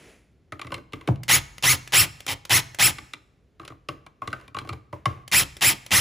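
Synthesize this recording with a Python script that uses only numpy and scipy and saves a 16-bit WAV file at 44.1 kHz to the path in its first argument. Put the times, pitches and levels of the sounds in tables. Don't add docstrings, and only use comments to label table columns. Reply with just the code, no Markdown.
import sys
import numpy as np
from scipy import signal
from scipy.fft import rfft, irfft, next_fast_len
from scipy.io import wavfile

SR = 44100
rng = np.random.default_rng(int(sys.argv[2]) if len(sys.argv) > 2 else 0)


def waveform_to_disk(signal):
    frames = np.transpose(np.atleast_2d(signal))
    scaled = np.clip(frames, -1, 1) * 32767
    samples = np.round(scaled).astype(np.int16)
    wavfile.write(sys.argv[1], SR, samples)


N = 264996
T = np.arange(N) / SR
PADDED = next_fast_len(2 * N, real=True)
FREQ = np.fft.rfftfreq(PADDED, 1 / SR)


def undb(db):
    return 10 ** (np.asarray(db) / 20)


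def unit(x):
    return x / np.sqrt(np.mean(x ** 2) + 1e-20)


def equal_energy(x):
    return x * np.sqrt(.02 * SR / np.sum(x ** 2))


def blend(ends_db, share):
    return undb(np.interp(share, (0, 1), ends_db))


def colour(x, points):
    hz, db = np.transpose(points)
    size = next_fast_len(2 * len(x), real=True)
    f = np.maximum(np.fft.rfftfreq(size, 1 / SR), 1)
    gain = undb(np.interp(np.log(f), np.log(hz), db))
    return irfft(rfft(x, size) * gain, size)[:len(x)]


def noise(points, size=N):
    return unit(colour(rng.standard_normal(size), points))


def fade(t60, size):
    return np.exp(-np.log(1000) * T[:size] / t60)


def add(track, s, x):
    i = max(int(s * SR), 0)
    track[i:i + len(x)] += x[:N - i]


# f/Hz, level/dB
RINGING_SPECTRUM = [(60, -4), (400, 2), (1000, -13.5), (2200, -5), (4000, -17.5), (10000, -17.5),
                    (16000, -34)]
AIR_SPECTRUM = [(15, -20), (25, -6.5), (53, -0.5), (120, -5.5), (153, -7), (200, -11.5), (416, -14.5),
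                (936, -30), (2000, -32), (16000, -52.5)]
def background():
    hold_s, t60_s = 0.1, 0.55
    dying = np.exp(-np.log(1000) * np.maximum(T - hold_s, 0) / t60_s)
    ringing = undb(-51.5) * dying * noise(RINGING_SPECTRUM)
    air = noise(AIR_SPECTRUM) + np.array([[.2], [-.2]]) * noise(AIR_SPECTRUM)
    return ringing + undb(-61) * air


def ring(modes, detune, size):
    hz, width, db = np.transpose(modes)[:, :, None]
    shift, strength = rng.standard_normal((2, len(modes), 1))
    waves = np.exp(-np.pi * width * T[:size]) * np.sin(2 * np.pi * hz * (1 + detune * shift) * T[:size])
    polarity = (-1) ** np.arange(len(modes))[:, None]
    return np.sum(polarity * undb(db + 2 * strength) * waves, axis=0)


def skid(size, rise_s=0.0014):
    return T[:size] / rise_s * np.exp(1 - T[:size] / rise_s)


def bend(x, lag_at_1k_s):
    phase_lag = 4 * np.pi * lag_at_1k_s * np.sqrt(FREQ * 1000)
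    return irfft(rfft(x, PADDED) * np.exp(-1j * phase_lag), PADDED)[:N]


# f/Hz, bandwidth/Hz, level/dB
BOX_MODES = [(602, 45, -10.5), (805, 85, -6.5), (1045, 155, 4), (1149, 85, 7.5), (1575, 59, -9)]
STEEL_MODES = [(2120, 290, 2), (2314, 80, -5.5), (2730, 220, -2.5), (3470, 500, -4.5), (4000, 150, -12.5)]
BOARD_MODES = [(82.4, 14, -7), (120, 21, 3.5), (257.3, 34, 2), (315, 15, 2.5), (453, 31, 4)]
# f/Hz, level/dB
SHAKE_SPECTRUM = [(25, -17), (50, 1), (75, -2), (130, 2), (180, -13.5), (300, -10), (600, -21), (1500, -42)]
TICK_SPECTRUM = [(1500, -3.5), (3500, 8), (5000, 2), (6300, -3.5), (7500, -2), (11000, -4), (16000, -21)]
SCRAPE_SPECTRUM = [(120, -8), (330, 4.5), (700, -3.5), (1100, -7), (1700, -4), (2400, -5.5), (4500, -20),
                   (16000, -28.5)]
SECOND_SCREW_S = 3.3
def knock(s, hardness, weight, size=8192):
    contact = 0.59 * rng.standard_normal(size) * skid(size)
    contact[0] += 1
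    box = signal.fftconvolve(ring(BOX_MODES, .03, size), contact)[:size]
    steel = signal.fftconvolve(ring(STEEL_MODES, .03, size), contact)[:size]
    board = unit(ring(BOARD_MODES, 0.017, size))
    rumble = unit(noise(SHAKE_SPECTRUM, size) * fade(0.19, size))
    tick = equal_energy(noise(TICK_SPECTRUM, size) * skid(size))
    scrape = noise(SCRAPE_SPECTRUM, size) * fade(0.43, size)
    hollow = box / np.max(np.abs(box)) + undb(-29.5) * scrape
    strap_db, box_db = (2.5, -3) if s < SECOND_SCREW_S else (0, 0)
    return (undb(box_db) * blend((3, -8), hardness) * hollow
            + undb(strap_db) * blend((-25.5, -16.5), hardness) * equal_energy(steel)
            + blend((-37, -15), hardness) * tick
            + blend((-30, -5.5), weight) * equal_energy(board + 0.9 * rumble))


# t/s, level/dB, hardness (0 plastic to 1 steel), weight behind it (0 to 1)
BIT_KNOCKS = [(.523, -22, 0.43, 0.42), (.595, -26.5, 0.49, 0.27), (.616, -22.5, .6, 0),
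              (0.67, -29, 0.52, 0.4), (.721, -19.5, 0.38, 0.4), (.743, -22.5, 0.97, 0.33),
              (.934, -23, 0.64, 0.7), (1.076, -19, 0.63, 0.93), (2.985, -25, 0.7, .25),
              (3.136, -23.5, 0.84, 0.11), (3.598, -31.5, 0.31, 0.67), (3.651, -35.5, 1, 0.4),
              (3.679, -32, 1, 0), (3.888, -17.5, 0.57, 0.47), (4.065, -34.5, 0.71, 0.33),
              (4.22, -24, .05, 0.32), (4.276, -20.5, 0.65, 0.54), (4.33, -18, 0.38, 0.24),
              (4.547, -23, 0.32, 0.3), (4.568, -21.5, 0.44, 0.45), (4.588, -20.5, 0.78, 0.1),
              (4.692, -20, 0.63, 0.3), (4.729, -29, 0.5, 0.46), (4.929, -25.5, .1, 0.71),
              (5.057, -8, 0.5, 0.1)]
# start t/s, end t/s
SLOT_HUNTS = [(.6, .82), (0.899, 1.174), (3.58, 3.75), (4.27, 4.5), (4.53, 4.74)]
def knocks(bounce_s=.007, touches_per_s=22):
    out = np.zeros(N)
    for s, db, hardness, weight in BIT_KNOCKS:
        lands = s - .002
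        add(out, lands, undb(db) * knock(s, hardness, weight))
        rebounds = lands + bounce_s * rng.uniform(0.55, 1.3)
        add(out, rebounds, undb(db - 14) * knock(s, hardness, weight))
    for start, end in SLOT_HUNTS:
        span = int((end - start) * SR)
        add(out, start, undb(-59) * noise(SCRAPE_SPECTRUM, span) * signal.windows.tukey(span))
        count = max(round((end - start) * touches_per_s), 1)
        for k, (when, force, hardness, weight) in enumerate(rng.random((count, 4))):
            db = -38 + 4.5 * (2 * force - 1)
            touches = start + (end - start) * (k + when) / count
            add(out, touches, undb(db) * knock(start, hardness, weight))
    return bend(out, lag_at_1k_s=0.0013)


# t/s, level/dB, contact cutoff f/Hz
TOOL_LANDINGS = [(1.08, -29, 500), (1.086, -18.5, 828), (4.697, -34, 111.3), (5.058, -28, 139.2)]
def thumps(size=8192):
    blow_spectrum = [(30, -9.5), (120, 0), (300, -3.5), (520, -10.0), (750, -1.5), (1500, -17.0)]
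    out = np.zeros(N)
    for s, db, cutoff_hz in TOOL_LANDINGS:
        blow = unit(colour(signal.unit_impulse(size), blow_spectrum))
        board = unit(ring(BOARD_MODES[:2], 0.015, size))
        soft = signal.sosfilt(signal.butter(2, cutoff_hz, fs=SR, output="sos"), blow + 0.68 * board)
        add(out, s, undb(db) * equal_energy(soft))
    return bend(out, lag_at_1k_s=0.0029)


# switch closes t/s, squeeze before it t/s, motor on t/s, free whine f/Hz, spin-up t/s, level/dB
TRIGGER_PULLS = [(1.281, 0.048, .064, 2366, .018, -14.5), (1.625, .044, 0.087, 2423, .03, -15.5),
                 (1.922, 0.047, .078, 2894, .026, -15), (2.265, 0.061, 0.046, 1200, .022, -22),
                 (2.495, .0435, .065, 2346, .022, -15), (2.787, 0.041, 0.069, 2907, 0.024, -15.5),
                 (5.315, .037, .069, 2798, .023, -16), (5.609, .0415, 0.074, 2785, .026, -16),
                 (5.907, .044, 0.067, 2340, .025, -14.5)]
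# f/Hz, level/dB
CLICK_SPECTRUM = [(300, -4.5), (1200, -6), (2300, 1.5), (5000, -5.5), (9000, -6.5), (16000, -13.5)]
def trigger(take_up_db=-26, switch_db=-18.5, size=2048):
    out = np.zeros(N)
    for closes, squeeze_s, *_ in TRIGGER_PULLS:
        for s, db in ((closes - squeeze_s, take_up_db), (closes, switch_db)):
            snap = noise(CLICK_SPECTRUM, size) * (skid(size) + 0.19 * fade(0.09, size))
            add(out, s, undb(db) * snap / np.max(np.abs(snap)))
    return out


FULL_HZ, START_LAG_S, BRAKE_S = 2688.6, 0.0049, .049
TORQUE_RISE_S, TORQUE_FALL_S = 0.0081, 0.026
RUN_TORQUE, BRAKE_TORQUE = 0.13, 0.25
def motor():
    mesh_hz, hiss, whine, chatter, shake = np.zeros((5, N))
    for closes, _, on_s, free_hz, spin_up_s, db in TRIGGER_PULLS:
        throttle = free_hz / FULL_HZ
        age = T - closes - START_LAG_S / throttle
        running = np.clip(age, 0, on_s)
        braking = np.clip(1 - (age - on_s) / (BRAKE_S * throttle), 0, 1)
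        spin = (1 - np.exp(-running / spin_up_s)) * braking
        load = np.exp(-running / TORQUE_FALL_S) + RUN_TORQUE + BRAKE_TORQUE * (1 - braking)
        torque = (1 - np.exp(-running / TORQUE_RISE_S)) * load * np.sqrt(braking)
        mesh_hz += spin * free_hz
        hiss += undb(db) * throttle * spin ** 1.15
        whine += undb(db - 2.5) * throttle * spin ** 1.8 * np.sqrt(braking)
        chatter += undb(db + 1.5) * torque
        shake += undb(db - 18) * np.sqrt(spin)
    return mesh_hz, hiss, whine, chatter, shake


def rattle(points, per_s, scatter_db):
    hits = (rng.random(N) < per_s / SR) * rng.choice([-1, 1], N)
    sizes = undb(scatter_db * rng.standard_normal(N))
    return unit(colour(hits * sizes, points))


# multiple of the rotor frequency, level/dB
WHINE_ORDERS = [(5, -11), (6, -12), (8, -8), (9, -6), (10, -11), (11, -10), (14, -10), (16, -9), (18, -3),
                (27, 2), (35, -9), (36, -5), (45, -2), (54, -10)]
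# f/Hz, level/dB
GEAR_SPECTRUM = [(200, -20), (550, -14), (850, -45), (1250, 12.5), (1550, -37.5), (2050, -3.5), (2900, 6),
                 (4500, -1), (5400, 12.5), (6200, -6), (7700, 10), (9300, 6), (11000, 15), (13500, 7.5),
                 (15700, 6)]
CHATTER_SPECTRUM = [(150, -6), (550, -13), (850, -2), (1400, -11), (2000, 0.5), (3100, 0.5), (4500, -7.5),
                    (8000, -10.5), (16000, -18.5)]
HOUSING_RESPONSE = [(700, -30), (1400, -14), (1950, 0), (2900, 0)]
def screw_gun(teeth=9):
    mesh_hz, hiss, whine, chatter, shake = motor()
    jitter = 1 + .006 * noise([(150, 0), (700, -30), (5000, -70)])
    mesh_phase = 2 * np.pi * np.cumsum(mesh_hz * jitter) / SR
    rotor = mesh_phase / teeth
    tightness = 1 + 0.13 * np.sin(rotor)
    flicker = [(200, 0), (700, -25), (4000, -70)]
    tones = sum(undb(db + 3.5 * noise(flicker)) * np.sin(k * rotor) for k, db in WHINE_ORDERS)
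    running = hiss * rattle(GEAR_SPECTRUM, per_s=14000, scatter_db=2.5) + whine * unit(tones)
    roughness = 1 + .7 * noise([(250, 0), (900, -25), (4000, -70)])
    growl = colour(np.sin(mesh_phase) * roughness, HOUSING_RESPONSE)
    loaded = chatter * (rattle(CHATTER_SPECTRUM, per_s=4000, scatter_db=3.0) + .9 * growl)
    board = bend(shake * noise(SHAKE_SPECTRUM), lag_at_1k_s=.004)
    return tightness * running + loaded + board


def reverb(x, points, t60, db):
    envelope = fade(t60, N) * (1 - np.exp(-T / 0.001))
    mid, side = (colour(rng.standard_normal(N), points) * envelope for _ in range(2))
    side = colour(side, [(60, -20.5), (300, -8.0), (1100, 2.5), (2100, -9), (3300, -9.5),
                         (6000, -14), (12000, -2.5)])
    response = (mid + np.array([[1], [-1]]) * side) * undb(db) / np.sqrt(np.sum(fade(t60, N) ** 2))
    return signal.fftconvolve(x[None], response, axes=1)[:, :N]


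# f/Hz, level/dB
BENCH_SPECTRUM = [(40, 5.5), (130, 5), (400, 2.5), (1200, -4.5), (3000, -7.5), (7000, -8), (16000, -19)]
ROOM_SPECTRUM = [(40, 12), (130, 10.5), (400, 0.5), (1200, 0), (3000, -4.5), (7000, -6), (16000, -25)]
def scene():
    direct = screw_gun() + trigger() + knocks() + thumps()
    bench = reverb(direct, BENCH_SPECTRUM, t60=0.17, db=-5.5)
    room = reverb(direct, ROOM_SPECTRUM, t60=0.67, db=-17.5)
    return direct + bench + room + background()


# f/Hz, phase/rad
LEFT_PHASE = [(0, 0), (6850, 0), (8100, -1.9), (8500, -3.14), (8750, -3.3), (9650, -6.28), (10350, -6.28),
              (11650, -9.42), (12400, -9.42), (13550, -12.57), (14400, -12.57), (15450, -15.7)]
def record(dry):
    dry = signal.sosfilt(signal.butter(6, 44, "high", fs=SR, output="sos"), dry)
    phase = np.interp(FREQ, *np.transpose(LEFT_PHASE))
    left = irfft(rfft(dry[0], PADDED) * np.exp(1j * phase), PADDED)[:N]
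    rounded = np.tanh(np.array([left, dry[1]]))
    return signal.sosfilt(signal.ellip(10, .2, 60, 15750, fs=SR, output="sos"), rounded)


dry = scene()
out = record(dry)
waveform_to_disk(out)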